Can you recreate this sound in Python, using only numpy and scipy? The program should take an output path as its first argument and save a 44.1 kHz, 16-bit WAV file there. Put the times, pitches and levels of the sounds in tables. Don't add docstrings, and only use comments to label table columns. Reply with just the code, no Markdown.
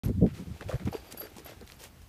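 import sys
import numpy as np
from scipy import signal
from scipy.fft import rfft, irfft
from scipy.io import wavfile
from scipy.ndimage import uniform_filter1d

SR = 44100
rng = np.random.default_rng(int(sys.argv[2]) if len(sys.argv) > 2 else 0)


def magnitude_from_level(level_db):
    exponent = np.asarray(level_db, float) / 20
    return 10 ** exponent


def put_to_file(sound):
    columns = np.atleast_2d(sound).T
    safe = np.clip(columns, -1, 1)
    whole_steps = np.round(safe * 32767)
    wavfile.write(sys.argv[1], SR, whole_steps.astype(np.int16))


N = 91728


def evened(x):
    return x / np.sqrt(np.mean(x ** 2) + 1e-20)


def add(mix, start_s, sound):
    part = mix[round(start_s * SR):][:len(sound)]
    part += sound[:len(part)]


def resonate(x, hz, width_hz):
    turn = np.exp(2j * np.pi * np.cumsum(hz * np.ones(len(x))) / SR)
    r = np.exp(-np.pi * width_hz / SR)
    smooth = signal.lfilter([(1 - r) ** 2], [1, -2 * r, r * r], x / turn)
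    return 2 * (turn * smooth).real


def tilt(x, db_per_octave, low_hz):
    u = np.fft.rfftfreq(len(x), 1 / SR) / low_hz + 1e-6
    slope = magnitude_from_level(db_per_octave * np.log2(1 + u))
    low_cut = u ** 2 / (1 + u ** 2)
    return irfft(rfft(x) * slope * low_cut, len(x))


def grains(count, per_s, spread_db):
    chance, size, sign = rng.random((count, 3)).T
    return (chance < per_s / SR) * magnitude_from_level(-spread_db * np.log(size + 0.0173)) * np.sign(sign - .5)


def blip(hz, cycles):
    turns = np.arange(round(5 * cycles * SR / hz)) * hz / SR
    soft_start = 1 - np.exp(-turns / 0.661)
    return np.sin(2 * np.pi * turns) * np.exp(-2 * turns / cycles) * soft_start * 2


# frequency [Hz], level [dB per Hz].
HUSH = [(24, -17.5), (40, 5), (112, 3), (345, -10), (1300, -17.5), (1630, -18), (8990, -26.5),
        (14500, -25.5), (16000, -37.5)]
HUSH_DB, PATCH_DB = -55, 1.08
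BREEZE_HZ, BREEZE_DB, BREEZE_LUMP_DB = 72.9, -63, -7


def hush():
    frames, hz = N // 256 + 5, np.fft.rfftfreq(1024, 1 / SR)
    a, b, patches = rng.standard_normal((frames, 513, 3)).T
    patches = evened(uniform_filter1d(uniform_filter1d(patches, 14, 0), 10, 1))
    f, db = np.transpose(HUSH)
    curve_db = np.interp(np.log(hz + 1), np.log(f), db)[:, None]
    spectrum = (a + 1j * b) * magnitude_from_level(curve_db + PATCH_DB * patches)
    air = evened(signal.istft(spectrum, nperseg=1024, noverlap=768)[1][:N])
    rumble, lumps = rng.standard_normal((N, 2)).T
    lumps = evened(uniform_filter1d(uniform_filter1d(lumps, 2500), 2500))
    breeze = evened(resonate(rumble, BREEZE_HZ, 40)) * magnitude_from_level(BREEZE_DB + BREEZE_LUMP_DB * lumps)
    return magnitude_from_level(HUSH_DB) * air + breeze


EDDY_WIDTH, EDDY_TILT_DB = 1.3, -5
STEADY = .75
SPRAY_DB, SPRAY_HZ = -12, 336.3


def gust(centre, length, db, hz):
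    a, b = rng.standard_normal((6000, 2)).T
    eddy = resonate(resonate(a, hz, EDDY_WIDTH * hz), hz / 2, 3 * hz)
    eddy = evened(tilt(eddy, EDDY_TILT_DB, 54.4))
    swell = uniform_filter1d(abs(signal.hilbert(eddy)), 500)
    eddy = evened(eddy / (swell + 0.15) ** STEADY)
    spray_hz = 2.164 * hz
    spray = evened(resonate(resonate(b, spray_hz, SPRAY_HZ), spray_hz, SPRAY_HZ))
    spray *= magnitude_from_level(SPRAY_DB) * hz / 200
    n = min(round(1.3 * length * SR), 5000)
    return centre - n / 2 / SR, magnitude_from_level(db) * np.hanning(n) * evened((eddy + spray)[800:800 + n])


# centre [s], length [s], level [dB], eddy pitch [Hz].
GUSTS = [(0.047, 0.0371, -33.5, 150), (.066, 0.028, -23, 109), (0.099, 0.0616, -25, 150),
         (0.151, 0.046, -30, 90), (0.187, 0.0483, -25.5, 100), (0.231, 0.04186, -16.5, 210),
         (0.248, 0.03048, -20, 240), (0.269, 0.0443, -25.5, 190), (0.328, 0.0833, -40, 110.4),
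         (0.407, .1, -38.5, 171.9), (0.48, 0.045, -39, 150), (0.512, 0.0392, -34.5, 110),
         (0.548, 0.042, -42.5, 100), (0.613, 0.02133, -43.5, 147), (0.673, 0.0957, -38, 100),
         (.749, 0.0342, -25, 100.2), (0.824, 0.0519, -39, 150), (0.859, 0.022, -27, 91.6),
         (0.88, .025, -26, 177.5), (0.909, 0.032, -41, 100), (1.393, 0.08, -64, 80), (1.58, 0.057, -52, 80),
         (2.027, .08, -48.5, 80)]


def gusts():
    out = np.zeros(N)
    for row in GUSTS:
        add(out, *gust(*row))
    return out


DUCK_OVER_DB, DUCK, RECOVER_DB_PER_S = -19.5, 0.284, 69


def ducking():
    t = np.arange(N) / SR
    over_db = []
    for centre, length, db, _ in GUSTS:
        recovery_db = RECOVER_DB_PER_S * np.maximum(t - centre, 0)
        not_yet_db = 900 * np.maximum(centre - length / 2 - t, 0)
        over_db.append(db - DUCK_OVER_DB - recovery_db - not_yet_db)
    return magnitude_from_level(-DUCK * np.maximum(np.max(over_db, axis=0), 0))


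# pitch [Hz], level [dB], time to fall 60 dB [s].
PULL = [
    (4697, -4, .12),
    (7730, -24, .05),
    (9100, -22, .012),
    (11650, 0, .14),
    (13900, -16, .012),
    (14490, -5, .1),
]
# start [s], length [s], level [dB],
# lowest mode extra [dB], highest mode extra [dB].
TAPS = [(0.05, .013, -47, -18.5, -16), (0.066, .006, -61.5, -15.5, -11.5), (.748, 0.036, -63, -14.5, -4),
        (0.918, 0.038, -57, -5.5, -5), (0.935, 0.046, -60.5, 7.5, -1.5), (0.998, 0.0102, -66, 10, 1.5),
        (1.046, 0.062, -64.5, 4.5, 3.5), (1.112, 0.0091, -65.5, 14, 0.5),
        (1.1752, 0.0396, -42, -11.5, -10.5), (1.214, 0.0457, -54, 4, -4), (1.298, 0.0081, -63, -11.5, 7.5),
        (1.448, 0.0065, -49, -17, -9.5), (1.4615, .008, -48, -19.5, -12.5),
        (1.495, 0.0164, -59, -8.5, -9.5), (1.666, 0.0055, -60, 0.5, -7.5),
        (1.7163, 0.007, -58.5, -10.5, -6.5), (1.763, 0.0085, -68, 7.5, -6)]
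RATTLE_PER_S, FLUTTER = 300, .4
SPLIT_HZ = 32
DAMP_S, TINK_DB = .006, 2


def zipper():
    out, t = np.zeros(N), np.arange(5000) / SR
    for s, length, db, low_db, high_db in TAPS:
        lean = [low_db, 0, 0, 0, 0, high_db]
        damp = np.exp(-np.maximum(t - length, 0) / DAMP_S)
        for (hz, mode_db, t60), lean_db in zip(PULL, lean):
            taps = np.clip(grains(3000, RATTLE_PER_S, 1), -1.5, 1.5)[:round(length * SR)] * FLUTTER
            taps[0] = 1
            pair = np.sin(2 * np.pi * hz * t) + .5 * np.sin(2 * np.pi * (hz + SPLIT_HZ) * t)
            ring = magnitude_from_level(db + mode_db + lean_db - 60 * t / t60) * pair
            add(out, s, signal.fftconvolve(taps, ring)[:len(t)] * damp)
        tink = tilt(rng.standard_normal(600), 0, 6000) * np.exp(-t[:600] / .004)
        add(out, s, magnitude_from_level(db + TINK_DB) * tink)
    return out


# pitch [Hz], width [Hz], level [dB].
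SOLE = [
    (430, 220, 0),
    (720, 320, -4),
    (1300, 550, -9),
    (2250, 600, -11),
]
RISE = .2
GRAINS_PER_S, GRAIN_SPREAD_DB, GRIT_HZ = 2800, 3, 1800
THUDS_PER_S, SCUFF_DB = 240, -4


def crunch(start, length, db, thud_db, bright_db):
    n = round(length * 1.88 * SR)
    u = np.arange(n) / (length * SR)
    press = np.minimum(u / RISE, 1) * np.clip((1.3 - u) / 0.6114, 0, 1)
    grit = evened(grains(n, GRAINS_PER_S, GRAIN_SPREAD_DB)) + magnitude_from_level(SCUFF_DB) * rng.standard_normal(n)
    thud = np.zeros(n)
    for hz, width_hz, mode_db in SOLE:
        shifts = grains(n, THUDS_PER_S, 3.89)
        thud += magnitude_from_level(mode_db) * evened(resonate(shifts, hz * rng.uniform(0.758, 1.254), width_hz))
    return start, magnitude_from_level(db) * press * (evened(tilt(grit, bright_db, GRIT_HZ)) + magnitude_from_level(thud_db) * evened(thud))


# start [s], length [s], level [dB], sole thud re grit [dB], brightness [dB per
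CRUNCHES = [(0.032, 0.0322, -51, 8, -1.5), (0.059, 0.0458, -60, 10.5, -9), (0.26, 0.069, -57, -22, -17.5),
            (0.329, 0.098, -55, -1.5, -10), (.3, 1.317, -61, 2.5, -10.5),
            (0.604, 0.0246, -52.5, 2.5, -21.5), (0.618, 0.0133, -49.5, 5, -27),
            (0.677, 0.0789, -51, 12, -9.5), (0.792, 0.0376, -60.5, 9, -24), (0.853, 0.0148, -55, 8, -7.5),
            (0.867, 0.025, -60, 18.5, -8), (0.921, 0.0676, -54.5, 10.5, -10), (1.033, 0.069, -64, 3, -11),
            (1.105, 0.0314, -51, -2.5, -6), (1.137, 0.0145, -59.5, 11.5, 5.5),
            (1.17, 0.0204, -52.5, 3.5, -1), (1.194, 0.077, -55.5, 7.5, -7), (1.359, 0.0483, -55, 2.5, -5.5),
            (1.444, 0.091, -52.5, -1, -12.5), (1.609, 0.0234, -60, 10, -21), (1.67, 0.091, -59.5, -5.5, -7),
            (1.785, 0.089, -52, -2.5, -5.5), (1.826, 0.0365, -52, -9.5, -7.5),
            (2.014, 0.017, -61.5, -0.5, -4)]
# start [s], peak [dB], pitch [Hz].
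STONES = [(0.034, -30.5, 2900), (0.0611, -34.5, 3930), (0.084, -38, 8000), (0.2646, -34.5, 2130),
          (0.61, -22, 1426), (.6095, -35, 4430), (.625, -32.5, 2160), (.688, -29, 1800),
          (0.7977, -35.5, 2050), (.81, -55, 1500), (0.8549, -37, 6050), (0.8781, -32, 2010),
          (0.932, -34, 4540), (1.123, -25, 8000), (1.1252, -27, 6640), (1.2185, -31, 1480),
          (1.27, -37, 1980), (1.3553, -43, 2460), (1.3667, -35.5, 6140), (1.384, -34, 5000),
          (1.396, -38.5, 3100), (1.6113, -37.5, 4460), (1.6755, -32, 3980), (1.691, -40, 5170),
          (1.70, -34, 1910), (1.7206, -32, 3720), (1.839, -27.5, 5460)]
STONE_CYCLES, STONE_DB = 1.0, 3
# start [s], peak [dB], pitch [Hz].
KNOCKS = [(0.094, -26, 428.5), (.699, -29.5, 645), (0.928, -28.5, 769), (.95, -22.5, 414.5),
          (0.997, -50, 587), (1.137, -39.5, 252), (1.215, -36.5, 532), (1.236, -37, 416), (1.364, -40, 203),
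          (1.383, -38.5, 350.5), (1.459, -38.5, 611), (1.494, -37, 571), (1.519, -38.5, 575.5),
          (1.611, -48.5, 426), (1.623, -40.5, 215)]
KNOCK_CYCLES, KNOCK_DB = 2.4, 1


def footsteps():
    out = np.zeros(N)
    for row in CRUNCHES:
        add(out, *crunch(*row))
    for s, db, hz in STONES:
        scatter = evened(resonate(rng.standard_normal(400), hz, 1.75 * hz))
        scatter *= np.exp(-np.arange(400) / 70) * 0.21
        add(out, s, magnitude_from_level(db + STONE_DB) * scatter)
        add(out, s, magnitude_from_level(db + STONE_DB) * blip(hz, STONE_CYCLES))
    for s, db, hz in KNOCKS:
        add(out, s, -magnitude_from_level(db + KNOCK_DB) * blip(hz, KNOCK_CYCLES))
    return out


def scene():
    mix = hush() * ducking() + gusts() + zipper() + footsteps()
    return mix[None]


def top_cut(x):
    return signal.sosfilt(signal.butter(12, 16470, fs=SR, output="sos"), x)


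LOW_CUT_HZ, EDGE_HZ, START_S = 39.6, 15300, .0348


def record(dry):
    x = signal.lfilter(*signal.butter(2, LOW_CUT_HZ, "high", fs=SR), dry)
    x = signal.oaconvolve(x, signal.firwin(301, EDGE_HZ, fs=SR)[None], "same")
    x = x * (np.arange(N) >= START_S * SR)
    return top_cut(x)


dry = scene()
out = record(dry)
put_to_file(out)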